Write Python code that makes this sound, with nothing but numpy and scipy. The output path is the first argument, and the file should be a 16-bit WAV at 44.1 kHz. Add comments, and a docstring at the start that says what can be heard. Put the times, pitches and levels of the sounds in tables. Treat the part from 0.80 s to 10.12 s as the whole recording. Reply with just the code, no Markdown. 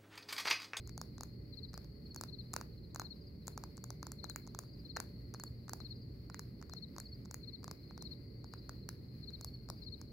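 """A low town rumble, a mains hum and a soft hiss fill the night air, with a distant insect trill.
Crickets chirp in threes over a far chorus, by stridulation: one wing's file drags over a scraper.
Almost at once, fingernails drum on rough pavement in quick rolls, close to the microphone.
Each impact gives a dull knock of the fingertip, a bright ring of the nail and a snap of grit,
followed by faint reflections from the yard."""
import sys
import numpy as np
from scipy import signal
from scipy.fft import rfft, irfft
from scipy.io import wavfile

SR = 44100
rng = np.random.default_rng(int(sys.argv[2]) if len(sys.argv) > 2 else 0)


def to_wav(sig):
    """Store sig (one row per channel, or 1-D mono) as 16-bit WAV at the path in sys.argv[1].

    Samples outside -1..1 are clipped; the rate is SR.
    """
    pcm = np.clip(np.atleast_2d(sig), -1, 1) * 32767
    pcm = np.round(pcm).astype(np.int16)
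    wavfile.write(sys.argv[1], SR, pcm.T)  # frames by channels


N = 411012


def amp(db):
    """Amplitude ratio of a level in decibels."""
    return 10 ** (np.asarray(db) / 20)


def unit_rms(x):
    """Normalisation to a mean power of 1."""
    return x / np.sqrt(np.mean(np.abs(x) ** 2) + 1e-20)


def spectrum_at(points, hz, column=1):
    """Interpolation of a spectrum table on a log-frequency axis."""
    table = np.transpose(points)
    return np.interp(np.log(hz + 1), np.log(table[0] + 1), table[column])


def add(mix, onset, sound):
    """Superposition: a stereo sound joins the mix at its onset, in seconds."""
    start = round(onset * SR)
    sound = sound[:, max(-start, 0):]
    part = mix[:, max(start, 0):][:, :sound.shape[1]]
    part += sound[:, :part.shape[1]]


def drift(rate_hz, size):
    """Random modulation: low-passed Gaussian noise of rms 1."""
    hz = np.fft.rfftfreq(size, 1 / SR)
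    return unit_rms(irfft(rfft(rng.standard_normal(size)) * np.exp(-(hz / rate_hz) ** 2), size))


def panned(db):
    """Constant-power panning: two gains, the left db above the right."""
    return unit_rms(amp([[db / 2], [-db / 2]]))


# Spectral densities of the town's rumble and the night's hiss: f/Hz, left level/dB, right level/dB
TOWN_RUMBLE = [(15.1, -110, -110), (28, -90.5, -92), (41, -85, -85), (56.7, -75, -74), (84.5, -72.5, -71.5),
               (103, -75, -75), (150.5, -74.5, -74), (254, -81, -79.5), (437, -93.5, -83.5),
               (487, -95, -90), (696, -104, -104), (1040, -112, -112), (3000, -130, -130)]
AIR_HISS = [(520, -125, -125), (1090, -113, -113), (1660, -112, -114), (2500, -111, -114),
            (2570, -115, -117), (3480, -121, -122), (4110, -108, -111), (4500, -104, -103),
            (4900, -103, -107), (5620, -120, -125), (7250, -127.5, -130), (8800, -131, -133),
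            (10560, -125, -127), (11200, -118, -118), (15800, -117.5, -117.5), (16050, -145, -145)]
# Likeness of the two channels: f/Hz, correlation (0 to 1)
COHERENCE = [(50, 0.95), (250, 0.96), (420, 0.82), (600, 0), (1200, 0), (8000, 0.02)]


def ambient_noise(spectrum, swell_db):
    """Partial coherence: gently swelling noise, alike in both channels only in the bass."""
    hz = np.fft.rfftfreq(N, 1 / SR)
    common, independent = rfft(rng.standard_normal((2, N))) * np.sqrt(SR / 2)
    coherence = np.clip(spectrum_at(COHERENCE, hz), -1, 1)
    blend = coherence * common + np.sqrt(1 - coherence ** 2) * independent
    left = common * amp(spectrum_at(spectrum, hz, column=1))
    right = blend * amp(spectrum_at(spectrum, hz, column=2))
    return irfft(np.array([left, right]), N) * amp(swell_db * drift(14, N))


# Tones of far machines: f/Hz, level/dB
HUM_TONES = [(56, -63.5), (120.5, -58.5), (576.3, -82)]


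def machine_hum(waver_db=3.5, wander_hz=1.287):
    """Amplitude and frequency modulation: low machine tones waver with distance."""
    out = np.zeros(N)
    for hz, db in HUM_TONES:
        cycles = np.cumsum(hz + wander_hz * drift(4.1, N)) / SR
        out += amp(db + waver_db * drift(3.55, N)) * unit_rms(np.sin(2 * np.pi * cycles))
    return out


# Envelope of the far insect trill: t/s, relative level/dB
TRILL_ENVELOPE = [(0, -80), (2.6, -84), (3.1, -76.5), (3.9, -84.5), (4.4, -79.5), (5.3, -83.5), (5.9, -80),
                  (7, -77.5), (9.3, -85.5)]


def insect_trill(centre_hz=2080, wander_hz=45, spread_hz=190, gain_db=-2):
    """Narrow-band noise: very distant insects merge into one soft band that wanders in pitch."""
    carrier = np.exp(2j * np.pi * np.cumsum(centre_hz + wander_hz * drift(.6, N)) / SR)
    baseband = np.array([drift(spread_hz, N) + 1j * drift(spread_hz, N) for channel in range(2)])
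    level_db = gain_db + np.interp(np.arange(N) / SR, *np.transpose(TRILL_ENVELOPE))
    return panned(7.2) * amp(level_db) * (baseband * carrier).real


def wing_stroke(db, hz, fall_hz, length_s):
    """Stridulation, as a complex tone: the file slows on the scraper, so the pitch droops at the end."""
    size = int(length_s * SR)
    pitch_hz = hz - fall_hz * np.linspace(0, 1, size) ** 3.2 + 24 * drift(250, size)
    envelope = signal.windows.tukey(size, .6) * (1 + .17 * drift(350, size))
    return amp(db) * unit_rms(envelope * np.exp(2j * np.pi * np.cumsum(pitch_hz) / SR))


# Each cricket's base song: level/dB, f/Hz, pitch fall/Hz, stroke length/s, spacing ratio, left-right/dB
NEAREST = (-49, 4330, 660, .037, 1.0, 13)
SLOW = (-53.6, 4460, 450, .028, 1.1, 2)
FAINT_LOW = (-62.5, 4270, 380, .026, 1.0, 4)
FAINT_HIGH = (-61.5, 4850, 420, .028, 1.0, 4)
# When each one chirps: cricket, list of t/s of each chirp's last stroke
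CHIRP_TIMES = [(NEAREST, [.824, 1.58, 2.3, 3.484, 4.147, 5.1, 6.017, 6.728, 7.305, 8.527, 9.117]),
               (SLOW, [1.367, 4.659, 6.315, 8.733]),
               (FAINT_LOW, [.049, .936, 1.71, 2.03, 2.721, 3.68, 5.615, 7.086, 8.08]),
               (FAINT_HIGH, [0.941, 2.464, 3.987, 5.211, 6.337, 7.776, 9.03])]
# The three strokes of a chirp: t/s before the last, relative level/dB, pitch ratio, length ratio
CHIRP_STROKES = [(.102, -3.3, .975, .76), (.058, 0, .995, .94), (0, .5, 1, 1)]


def crickets(rise_db_per_s=0.17):
    """Level and phase differences set four crickets apart in direction; all grow slowly louder."""
    out = np.zeros((2, N))
    for (db, hz, fall_hz, length_s, spacing, side_db), times in CHIRP_TIMES:
        direction = panned(side_db) * np.exp([[0], [-.15j * side_db]])
        for last_s in times:
            chirp_db = db + rise_db_per_s * (last_s - N / SR / 2)
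            for lead_s, stroke_db, pitch, stretch in CHIRP_STROKES:
                droop_hz = fall_hz * stretch ** 2  # short strokes droop less
                tone = wing_stroke(chirp_db + stroke_db, hz * pitch, droop_hz, length_s * stretch)
                add(out, last_s - lead_s * spacing, (direction * tone).real)
    return out


def cricket_chorus(count=300, low_hz=4420, high_hz=4710, high_db=-4, level_db=-69, swell_db=1.3):
    """Incoherent summation: many far chirps around two pitches merge, blurred by the yard."""
    out = np.zeros((2, N))
    times = (np.arange(count) + rng.random(count)) * (N / SR + CHIRP_STROKES[0][0]) / count
    for k, (last_s, (nearness, detune, side)) in enumerate(zip(times, rng.standard_normal((count, 3)))):
        hz, db = (high_hz, high_db) if k % 4 == 0 else (low_hz, 0)
        for lead_s, stroke_db, pitch, stretch in CHIRP_STROKES:
            tone = wing_stroke(db + stroke_db + 2 * nearness, (hz + 95 * detune) * pitch,
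                               fall_hz=300, length_s=.024 * stretch)
            add(out, last_s - lead_s, panned(4 * side) * tone.real)
    blurred = unit_rms(0.99 * out + yard(out, t60=0.36))
    return panned(8.5) * amp(level_db + swell_db * drift(0.49, N)) * blurred


def yard(x, t60, build_s=0.014, echoes_per_s=4000):
    """Reverberation: echoes scattered by walls and plants build up, then decay exponentially."""
    t = np.arange(SR // 2) / SR
    echoes = rng.standard_normal((2, len(t))) * (rng.random((2, len(t))) < echoes_per_s / SR)
    echoes *= (1 - np.exp(-t / build_s)) * np.exp(-np.log(1000) * t / t60)
    echoes /= np.linalg.norm(echoes, axis=1, keepdims=True)
    return signal.fftconvolve(x, echoes, axes=1)[:, :N]


def minimum_phase(gain):
    """Minimum-phase response: the shortest causal click with this magnitude spectrum."""
    log_gain = np.log(np.maximum(np.r_[gain, gain[-2:0:-1]], 1e-5))
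    return np.fft.ifft(np.exp(np.conj(signal.hilbert(log_gain)))).real


def impact(gain, db, grains, skid_s, width):
    """Source and filter: a blow and a skid over stone grains, shaped by gain; db is the level over 3 ms."""
    t = np.arange(128) / SR
    skid = rng.standard_normal((3, len(t))) * np.exp(-t / skid_s)
    skid /= np.linalg.norm(skid, axis=1, keepdims=True)
    force = (t == 0) + grains * skid[0] + width * skid[1:]  # each channel hears the grains differently
    click = signal.fftconvolve(force, minimum_phase(gain)[None], axes=1)
    power = (click ** 2).sum() / 2 / (.003 * SR)
    return amp(db) * click / np.sqrt(power)


def bright_level(law, force_db, nail_db, usual_force_db=-52):
    """Power law: the level of a ring or snap is linear in the force and nail share, both in dB."""
    offset_db, per_nail, per_force = law
    return force_db + offset_db + per_nail * nail_db + per_force * (force_db - usual_force_db)


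# Spectra of a tap's three parts: f/Hz, relative level/dB
KNOCK_SPECTRUM = [(100, -15), (300, -3.5), (550, -2.7), (800, 1), (1050, 3.5), (1450, 0.5), (1800, -6),
                  (2100, -15), (2500, -15.5), (3100, -25.5), (5000, -59.5)]
RING_SPECTRUM = [(2800, -34), (3500, -11), (4000, -2), (4600, 2), (5800, -5.5), (7200, 0), (8000, -7.5),
                 (9000, -19), (12000, -44.5)]
SNAP_SPECTRUM = [(5000, -46.5), (8500, -1), (9800, 4), (11500, -0.5), (13500, -1), (15500, -2.2),
                 (17000, -20.5)]
# Ring and snap relative to the force level: offset/dB, dB per dB of nail, dB per dB of force
RING_LEVEL_LAW = (3.56, 0.71, -0.21)
SNAP_LEVEL_LAW = (-4.5, 1.27, 0.067)
# The nails' ring moves with the hand's posture and place: t/s, shift in f/Hz
POSTURE_SHIFT = [(0, 0), (1.4, -150), (2.2, 492), (5.8, 92), (8.1, -750), (9.3, -350)]
# Finger landings: t/s, force level/dB, nail over fingertip/dB, knock f/Hz
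LANDINGS = [(0.0748, -61.5, 5, 1160), (0.0939, -58, 0.5, 1620), (0.178, -48, -1, 990),
            (0.2146, -44.5, -0.5, 1040), (0.3815, -55, -6, 1120), (0.4087, -45, -3, 1020),
            (0.4338, -49.5, 1.5, 1130), (0.9326, -62, -4, 1370), (0.941, -51, -5, 1100),
            (0.977, -48, -4, 990), (1.0452, -67.5, -2, 1200), (1.3458, -62.5, 8, 1200),
            (1.3616, -49, 1, 1110), (1.4114, -44, 0.5, 1060), (1.4367, -45.5, -1.5, 1140),
            (1.7342, -55.5, 9, 1220), (1.7382, -40.5, -1, 1130), (1.7637, -36, -3, 1140),
            (1.8124, -44, -7.5, 1160), (2.147, -52, 1.5, 1080), (2.1601, -42.5, -5.5, 1130),
            (2.1972, -38.5, -4, 1130), (2.2176, -43, -13, 1090), (2.6707, -64, 13, 1340),
            (2.6801, -44, 0.5, 1080), (2.7769, -42.5, -5.5, 1030), (2.8378, -45, -6.5, 1080),
            (2.9702, -75, 15, 1220), (2.9786, -55.5, -6.5, 1070), (3.0407, -51, 2.5, 1110),
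            (3.1045, -46.5, -2, 980), (3.2291, -44, -6, 1090), (3.2681, -47.5, -2.5, 1050),
            (3.3187, -53.5, 6, 1230), (3.4426, -44, -6, 1090), (3.498, -51, 4.5, 1460),
            (3.5603, -42.5, 0.5, 1430), (3.6674, -64, -2, 930), (3.675, -54, -5.5, 940),
            (3.7483, -48, -5.5, 1040), (3.7895, -44.5, 3, 1100), (3.8362, -60, -15, 1110),
            (4.165, -41.5, -10, 1410), (4.1694, -35, -11.5, 1160), (4.2016, -40.5, 0, 1170),
            (4.5397, -54.5, 2, 1210), (4.546, -47, -12, 1090), (4.5985, -51.5, -1.5, 1260),
            (4.637, -47.5, 2, 1140), (4.8816, -53, -12, 1160), (4.8943, -47, -1.5, 1320),
            (4.934, -41.5, -0.5, 1020), (5.003, -52.5, -15, 980), (5.4994, -49, -11, 1150),
            (5.5444, -46.5, -6.5, 1420), (5.5939, -48, 1, 1240), (5.8148, -58.5, -7, 1040),
            (5.8262, -52, -11, 1370), (5.8964, -55, -6, 1070), (5.9359, -50, -3, 1070),
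            (6.164, -52, -8, 1090), (6.183, -45.5, -4, 970), (6.2009, -54, 7, 1530), (6.452, -68, -2, 990),
            (6.4566, -57.5, -7, 980), (6.5117, -53, 3, 1100), (6.5432, -48.5, 3.5, 1520),
            (6.8308, -59, -10, 1100), (6.843, -49.5, -2, 1150), (6.8797, -46.5, -9.5, 1080),
            (6.9125, -47, -1, 1150), (7.1093, -53.5, -17, 1090), (7.1777, -50.5, -8.5, 1050),
            (7.2237, -54.5, 3, 1080), (7.6435, -54, -8.5, 1020), (7.7374, -47.5, -9, 1200),
            (7.8938, -45.5, -4.5, 1120), (8.0897, -46.5, 2.5, 1410), (8.5047, -67.5, -2, 1350),
            (8.6112, -55.5, 3.5, 975), (8.6462, -51, 5.5, 950), (8.8881, -53, -5, 1060),
            (8.9005, -43, -2.5, 910), (9.2146, -57, 1, 1110)]


def finger_taps(usual_knock_hz=1142, usual_ring_hz=6180, hz_per_nail_db=106, scatter_hz=150):
    """Impact excitation: the tip knocks, the nail rings, grit snaps; the nail's edge rings higher."""
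    out = np.zeros((2, N))
    hz = np.fft.rfftfreq(1024, 1 / SR)
    snap_gain = amp(spectrum_at(SNAP_SPECTRUM, hz))
    for (onset, force_db, nail_db, knock_hz), detune in zip(LANDINGS, rng.standard_normal(len(LANDINGS))):
        shifted_db = spectrum_at(KNOCK_SPECTRUM, hz * (usual_knock_hz / knock_hz) ** 1.05)
        rolloff_db = .5 * np.log2((hz + 300) / (knock_hz + 300)) ** 2
        knock_gain = amp(shifted_db - rolloff_db)
        posture_hz = np.interp(onset, *np.transpose(POSTURE_SHIFT))
        ring_hz = usual_ring_hz + posture_hz + hz_per_nail_db * nail_db + scatter_hz * detune
        resonance = 1 / np.hypot(1, (hz - ring_hz) / 750)  # half-width 750 Hz
        ring_gain = amp(spectrum_at(RING_SPECTRUM, hz)) * (0.15 + resonance)
        ring_db = bright_level(RING_LEVEL_LAW, force_db, nail_db)
        snap_db = bright_level(SNAP_LEVEL_LAW, force_db, nail_db)
        knock = impact(knock_gain, force_db + .2, grains=0.15, skid_s=0.0026, width=0.52)
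        ring = impact(ring_gain, ring_db, grains=0.46, skid_s=0.00092, width=0.83)
        snap = impact(snap_gain, snap_db, grains=0.61, skid_s=0.0008, width=1.67)
        add(out, onset + .00006, panned(0.6) * knock)
        add(out, onset, panned(2.1) * ring)
        add(out, onset + .00007, panned(2.5) * snap)
    return out


# Colour of the taps' echo from the yard: f/Hz, relative level/dB
ECHO_SPECTRUM = [(400, 17), (1100, 1), (2200, 12.5), (4500, 8.5), (7000, -4.5), (10000, 3.5), (15000, 11.5)]


def tap_echo(taps, gain_db=-19):
    """Frequency-dependent reflection: the yard returns a faint, coloured copy of the taps."""
    colour = amp(spectrum_at(ECHO_SPECTRUM, np.fft.rfftfreq(N, 1 / SR)))
    coloured = irfft(rfft(taps) * colour, N)
    return amp(gain_db) * panned(1.5) * yard(coloured, t60=0.23)


def scene(chirp_echo_db=-15):
    """Superposition of taps, chirps and their echoes on the steady sounds of the night."""
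    taps, chirps = finger_taps(), crickets()
    echoes = tap_echo(taps) + amp(chirp_echo_db) * yard(chirps, t60=0.36)
    town = ambient_noise(TOWN_RUMBLE, swell_db=.5) + machine_hum()
    far_insects = cricket_chorus() + insect_trill()
    hiss = ambient_noise(AIR_HISS, swell_db=1.7)
    return town + hiss + far_insects + chirps + taps + echoes


def record(dry, cutoff_hz=16700):
    """Band limiting: a linear-phase low-pass filter removes the highest treble."""
    lowpass = signal.firwin(511, cutoff_hz, window=("kaiser", 9), fs=SR)
    return signal.oaconvolve(dry, lowpass[None], "same")


dry = scene()
out = record(dry)
to_wav(out)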